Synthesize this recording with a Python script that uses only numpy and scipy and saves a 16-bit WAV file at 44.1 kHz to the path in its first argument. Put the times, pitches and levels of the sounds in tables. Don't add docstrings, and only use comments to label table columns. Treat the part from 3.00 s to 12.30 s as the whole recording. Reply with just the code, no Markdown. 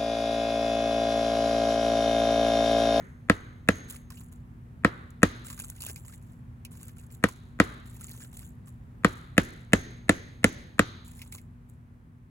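import sys
import numpy as np
from scipy import signal
from scipy.fft import rfft, irfft, next_fast_len
from scipy.io import wavfile
from scipy.ndimage import uniform_filter1d, map_coordinates

SR = 44100
rng = np.random.default_rng(int(sys.argv[2]) if len(sys.argv) > 2 else 0)


def generate_wav(sig):
    pcm = np.round(np.clip(np.atleast_2d(sig).T, -1, 1) * 32767).astype(np.int16)
    wavfile.write(sys.argv[1], SR, pcm)


N = 410118

# start in seconds,
# strength in dB, squareness from 0 (glancing) to 1 (dead centre), crack in dB, steel ring in dB,
# thrown sand in dB, yard echo in dB.
BLOWS = [(-0.13, -9, .65, -25.5, -58.5, -46.5, -49), (0.2979, -13, .25, -27.5, -57.5, -51, -48.5),
         (0.6876, -14, .65, -24.5, -44.5, -46.5, -47), (1.8475, -14.5, .1, -32.5, -79.5, -56, -47.5),
         (2.2308, -12, .3, -19.5, -55.5, -45, -45), (4.239, -16, .1, -24, -69, -46, -58.5),
         (4.6003, -13, .12, -25, -65, -44.5, -46), (6.0466, -14, .02, -26.5, -72, -46, -48),
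         (6.3794, -13, .72, -21.5, -60, -42, -45.5), (6.733, -13, 0.87, -19.5, -47, -45.5, -43),
         (7.0935, -14, 0.94, -20.5, -51.5, -47.5, -44), (7.4426, -13.5, .98, -18.5, -53, -45, -42),
         (7.7933, -14.5, 0.024, -21, -55.5, -53.5, -47)]
# start in seconds, length in seconds, relative grit level in dB.
SCRAPES = [(0.88, 0.072, -57.5), (1.114, 0.098, -62.5), (1.313, 0.016, -68), (2.438, 0.099, -54.5),
           (2.581, 0.067, -55), (2.673, 0.135, -66), (2.799, 0.098, -53.5), (2.966, .025, -62),
           (3.047, 0.092, -62.5), (3.21, 0.15, -76.5), (3.706, 0.19, -65.5), (3.962, 0.072, -68),
           (4.102, 0.045, -67), (4.853, 0.16, -65.5), (5.001, 0.25, -59), (5.323, .14, -62),
           (5.653, 0.031, -67), (8.041, 0.24, -66.5), (8.316, 0.034, -54.5), (8.682, 0.012, -73)]
# frequency in Hz, relative level in dB per Hz.
GRIT_COLOUR = [(300, -4), (1000, -12.5), (2300, -14), (3500, -4), (5500, -18.5), (7300, 7), (9000, 4),
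               (11000, -1.5), (13000, 0.5), (16000, -6)]


def amp(db):
    return 10 ** (np.asarray(db) / 20)


def unit(x):
    return x / np.sqrt(np.mean(x ** 2) + 1e-20)


def burst(x):
    energy = np.mean(np.sum(x ** 2, -1))
    return x / np.sqrt(energy / (SR / 100) + 1e-20)


def fade(t, t60):
    return np.exp(-np.log(1000) * t / t60)


def along(points, hz):
    f, v = np.transpose(points)
    return np.interp(np.log(hz + 1), np.log(f + 1), v)


def add(track, s, sound):
    start = round(s * SR)
    part = sound[..., max(-start, 0):N - start]
    first = max(start, 0)
    track[..., first:first + part.shape[-1]] += part


def wobble(rate):
    knots = rng.standard_normal(int(N * rate / SR) + 4)
    return map_coordinates(knots, [np.arange(N) * rate / SR])


def filtered(x, response):
    n = x.shape[-1]
    m = next_fast_len(n + 4096)
    return irfft(rfft(x, m) * response(np.fft.rfftfreq(m, 1 / SR)), m)[..., :n]


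def noise(spectrum, size):
    return unit(filtered(rng.standard_normal(size), lambda hz: amp(along(spectrum, hz))))


def diffuse(spectrum, size):
    # frequency in Hz, likeness of left and right from -1 (opposite) to 1 (same).
    likeness = [(60, 0.97), (130, 0.93), (290, .82), (640, -0.064), (1410, -0.46), (3100, 0.34),
                (15000, -0.34)]

    def mid_side(hz):
        turn = np.arccos(np.clip(along(likeness, hz), -1, 1)) / 2
        return np.array([np.cos(turn), np.sin(turn)])

    mid, side = filtered(noise(spectrum, (2, size)), mid_side)
    return unit(np.array([mid + side, mid - side]))


def ringing(modes, t, rise_cycles, detune, scatter_db):
    hz, db, t60 = np.transpose(modes)[:, :, None]
    pitch, size = rng.standard_normal((2, len(modes), 1))
    cycles = hz * (1 + detune * pitch) * t
    sense = (-1) ** np.arange(len(modes))[:, None]
    swell = 1 - np.exp(-(cycles / rise_cycles) ** 2)
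    return sense * amp(db + scatter_db * size) * swell * fade(t, t60) * np.sin(2 * np.pi * cycles)


def clicks(size, per_s, spread_db):
    loudness = amp(spread_db * np.minimum(rng.exponential(size=size), 3))
    sizes = loudness * rng.choice([-1, 1], size)
    return sizes * (rng.random(size) < per_s / SR)


def by_aim(ends, square):
    return np.interp(square, [0, 1], ends)


def ports(x):
    # frequency in Hz, left minus right level in dB.
    level_gap = [(90, -2), (330, -0.5), (530, -2.5), (800, -1), (1300, 6.5), (1800, 8.5), (2300, -0.5),
                 (3500, -3), (5000, -21), (6500, -1.5), (15000, 0.5)]
    # frequency in Hz, phase in radians by which left leads.
    phase_lead = [(300, 0), (480, 0), (650, .9), (1000, .5), (2600, 1.5), (3400, 3), (4700, 3), (6200, 0),
                  (8600, -3.14), (11000, -6.2), (13600, -9.4), (16000, -12)]
    sides = np.array([[.5], [-.5]])

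    def response(hz):
        gains = amp(sides * along(level_gap, hz))
        balanced = gains / np.sqrt(np.mean(gains ** 2, 0))
        return balanced * np.exp(1j * sides * along(phase_lead, hz))

    return filtered(x, response)


def background():
    # frequency in Hz, relative level in dB.
    hum_tones = [(54, -56.5), (120, -52), (161, -63), (240, -55), (360, -76.5)]
    # frequency in Hz, relative level in dB per Hz.
    air_colour = [(20, -30.5), (32, -22.5), (45, -10), (90, -5), (140, -8.5), (250, -17.5), (320, -26),
                  (600, -34), (1000, -33.5), (1800, -38.5), (3200, -51), (5000, -57.5), (10000, -55.5),
                  (16000, -57.5)]
    air_db = -48
    sink_from_s, sink_db_per_s = 7.79, 3
    t = np.arange(N) / SR

    def waver(hz):
        level = amp(1.3 * wobble(2))
        return level * np.sin(2 * np.pi * hz * t + .2 * wobble(2))

    hum = sum(amp(db) * waver(hz) for hz, db in hum_tones)
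    lull = amp(-sink_db_per_s * np.maximum(t - sink_from_s, 0))
    return lull * (hum + amp(air_db) * diffuse(air_colour, N))


def yard(thud_db, echo_db, colour):
    # frequency in Hz, relative level in dB per Hz.
    far_colour = [(100, 2), (250, 7), (500, 0.5), (900, -7.5), (1300, 2), (2000, 0), (2700, -11),
                  (3900, -4.5), (5200, -19), (7200, -2.5), (10000, -27.5), (16000, -39.5)]
    # frequency in Hz, time to fall 60 dB in seconds
    far_t60 = [(150, 1.3), (600, 1), (1800, 1.1), (4000, 1.6), (7000, 0.11), (15000, 0.14)]
    # frequency in Hz, relative level in dB per Hz.
    near_colour = [(100, 2), (300, 13), (500, 1.5), (900, -0.5), (1500, 1.5), (2600, -8), (4000, -10.5),
                   (7000, -24.5), (11000, -29), (16000, -38)]
    far_wall_s, far_wall_spread_s, far_wall_db = 0.93, .17, -7
    t = np.arange(SR) / SR
    near = diffuse(near_colour, len(t)) * (1 - np.exp(-t / .003)) * fade(t, .12)
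    near = amp(thud_db - 9.5) * burst(near)

    wash = unit(filtered(diffuse(far_colour, len(t)), lambda hz: amp(1.9 * along(colour, hz))))
    hz, when, z = signal.stft(wash, SR, nperseg=256)
    fading = z * fade(when, along(far_t60, hz)[:, None])
    tail = signal.istft(fading, SR, nperseg=256)[1][:, :len(t)]
    thinning = 1 / (1 + (t / 0.31) ** 4)
    far_wall = amp(far_wall_db) * np.exp(-((t - far_wall_s) / far_wall_spread_s) ** 2)
    onset = 1 - np.exp(-t / 0.0029)
    return near + amp(echo_db + 7.0) * tail * (thinning + far_wall) * onset


def steel(hz=6474, t60=0.76, swell_s=.04):
    track, t = np.zeros(N), np.arange(SR) / SR
    waits = np.diff(np.transpose(BLOWS)[0], append=np.inf)
    for (s, *_, ring_db, _, _), wait in zip(BLOWS, waits):
        shape = (1 - np.exp(-t / swell_s)) * fade(t, t60) * (t < wait)
        add(track, s, amp(ring_db) * shape * np.sin(2 * np.pi * hz * t))
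    return track


def spray():
    # frequency in Hz, relative level in dB per Hz.
    sand_colour = [(1000, -19.5), (5000, -8), (7300, 4.5), (10000, 0.5), (13000, -7.5), (16000, -8.5)]
    track, t = np.zeros(N), np.arange(SR // 2) / SR
    for s, *_, sand_db, _ in BLOWS:
        grains = clicks(len(t), per_s=700, spread_db=5) * fade(t, 0.56)
        patter = burst(filtered(grains, lambda hz: amp(along(sand_colour, hz))))
        add(track, s + 0.017, amp(sand_db) * patter)
    return track


def grinding():
    attack_s, release_t60_s = 0.0068, .22
    pressure, t = np.zeros(N), np.arange(SR) / SR
    for s, length, db in SCRAPES:
        release = fade(np.maximum(t - length, 0), release_t60_s)
        add(pressure, s, amp(db) * np.minimum(t / attack_s, 1) * release)
    pressure = np.minimum(pressure, amp(-50))

    grains = clicks(N, per_s=650, spread_db=5.5) * amp(3.5 * wobble(130))
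    crushing = unit(filtered(grains, lambda hz: amp(along(GRIT_COLOUR, hz))))
    grit = crushing + .45 * noise(GRIT_COLOUR, N)
    z = signal.stft(grit, nperseg=256)[2]
    patches = uniform_filter1d(rng.standard_normal(z.shape), size=6, axis=0)
    patches = unit(uniform_filter1d(patches, size=5, axis=1))
    grit = signal.istft(z * amp(3.5 * patches), nperseg=256)[1][:N]
    return amp(8.5) * pressure * unit(grit)


def crumbs():
    per_s, most = 49, 12
    knock_over_grit_db, usual_hz = 5.5, 1504
    spread_db, spread_octaves = 1.5, 0.65
    rows = []
    for s, length, db in SCRAPES:
        when = rng.random(most)
        size, pitch = rng.standard_normal((2, most))
        delays = (np.arange(most) + when) / per_s
        level = db + spread_db * size
        knock_hz = usual_hz * 2 ** (spread_octaves * pitch)
        candidates = np.transpose([s + delays, level, level + knock_over_grit_db, knock_hz])
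        rows += list(candidates[delays < length])
    return rows


def chips():
    # start in seconds, relative tick level in dB,
    # relative knock level in dB, knock pitch in Hz.
    single_sounds = [(0.9083, -27, -54, 1260), (0.96, -45, -51, 1850), (1.1037, -42, -46, 1020),
                     (2.1046, -42, -66, 1540), (2.5012, -32, -43.5, 1050), (2.5771, -44, -49.5, 1190),
                     (2.5995, -24.5, -49, 1340), (2.7003, -25, -73, 1610), (2.821, -28, -43.5, 2773),
                     (2.865, -22, -45, 2547), (2.8968, -43, -40, 342), (2.96, -31.5, -47, 2330),
                     (3.6501, -32, -44, 2400), (3.8302, -33, -58, 1500), (3.8821, -35.5, -60.5, 1247),
                     (4.287, -34, -42, 1020), (5.0104, -37.5, -59, 1237), (5.222, -56, -53, 1730),
                     (8.192, -55, -52, 2126), (8.2174, -54, -43, 2184), (8.3249, -30.5, -53, 2094),
                     (8.3814, -55, -50, 2180)]
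    # multiple of its pitch, relative level in dB per Hz.
    knock_colour = [(.25, -23), (.78, -23.5), (1, 0.5), (1.3, -11), (4, -15)]
    track, t = np.zeros(N), np.arange(SR // 12) / SR
    tick, knock = fade(t, .018), fade(t, .055)
    for s, db, knock_db, knock_hz in list(single_sounds) + crumbs():
        add(track, s, amp(db - 5.0) * noise(GRIT_COLOUR, len(t)) * tick)
        band = [(knock_hz * ratio, drop) for ratio, drop in knock_colour]
        add(track, s, amp(knock_db + 4.0) * noise(band, len(t)) * knock)
    return track


def blow(crack_db, thud_db, knock_db, clack_db, pitch):
    # frequency in Hz, relative level in dB per Hz.
    crack_colour = [(1500, -2.5), (3000, 6), (5000, -8), (6200, -6), (7300, 7), (9000, 1), (11000, -6),
                    (13000, -12.5), (16000, -19)]
    # usual frequency in Hz, relative level in dB, time to fall 60 dB in seconds.
    thud_modes = [(52, -22, 0.2), (94.3, -15, 0.14), (194, 6, 0.035), (294, -4, .047), (466, -5.5, 0.037),
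                  (528, -8.5, 0.036), (661, -2.5, .02)]
    # usual frequency in Hz, relative level in dB, time to fall 60 dB in seconds.
    handle_modes = [(1100, -8.5, .016), (1330, -1, .021), (1670, -2.5, .021), (2000, -1, .017),
                    (2540, -4.5, .011), (3600, -11, .009)]
    t = np.arange(SR // 4) / SR

    def late(x, s):
        return np.interp(t - s, t, x, left=0)

    crack = burst(noise(crack_colour, len(t)) * (1 - np.exp(-t / .0007)) * fade(t, 0.015))
    thud = -burst(ringing(thud_modes, t, rise_cycles=.9, detune=.007, scatter_db=.5).sum(0))
    weights = amp(np.interp(np.transpose(handle_modes)[0], [1380, 1620], [knock_db, clack_db]))
    modes = ringing(handle_modes, pitch * t, rise_cycles=1.5, detune=.012, scatter_db=1.2)
    knock = np.hypot(amp(knock_db), amp(clack_db)) * burst(weights @ modes)
    direct = amp(2.53) * late(knock, .0005)
    slab = amp(-11.5) * late(knock, 0.003)
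    wall = amp(-20.0) * late(knock, .0175)
    return amp(crack_db - 1.5) * crack + amp(thud_db + .5) * late(thud, 0.00047) + direct - slab + wall


def blows(lead_db=-33, lead_crack_db=-4):
    knock_db, clack_db = (-4.5, -13), (-6, -6)
    handle_pitch = (0.94, 1.03)
    echo_bright_db, bright_per_crack, usual_crack_db = (-1.5, -8), .6, -26
    direct, echoes = np.zeros(N), np.zeros((2, N))
    _, strength, aim, hardness, *_ = np.transpose(BLOWS)
    knocks = strength + by_aim(knock_db, aim)
    clacks = strength + by_aim(clack_db, aim)
    levels = np.transpose([hardness, strength, knocks, clacks])
    for (s, thud_db, square, crack_db, *_, echo_db), parts in zip(BLOWS, levels):
        pitch = by_aim(handle_pitch, square)
        add(direct, s - .0005, blow(*parts, pitch))
        lead = blow(crack_db + lead_crack_db, *parts[1:], pitch)
        add(direct, s - .0118, amp(lead_db) * lead)
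        crack, thud, knock, clack = parts - levels.mean(0)
        bright = by_aim(echo_bright_db, square) + bright_per_crack * (crack_db - usual_crack_db)
        colour = [(600, thud), (1200, knock), (1900, clack), (3800, bright), (7000, crack)]
        add(echoes, s, yard(thud_db, echo_db, colour))
    return ports(direct) + echoes


def scene():
    small_sounds = steel() + spray() + grinding() + chips()
    return background() + ports(small_sounds) + blows()


def record(dry, top=0.77):
    limit_hz = 16300
    rounded = dry / (1 + np.abs(dry / top) ** 6) ** (1 / 6)
    return filtered(rounded, lambda hz: 1 / (1 + (hz / limit_hz) ** 120))


dry = scene()
out = record(dry)
generate_wav(out)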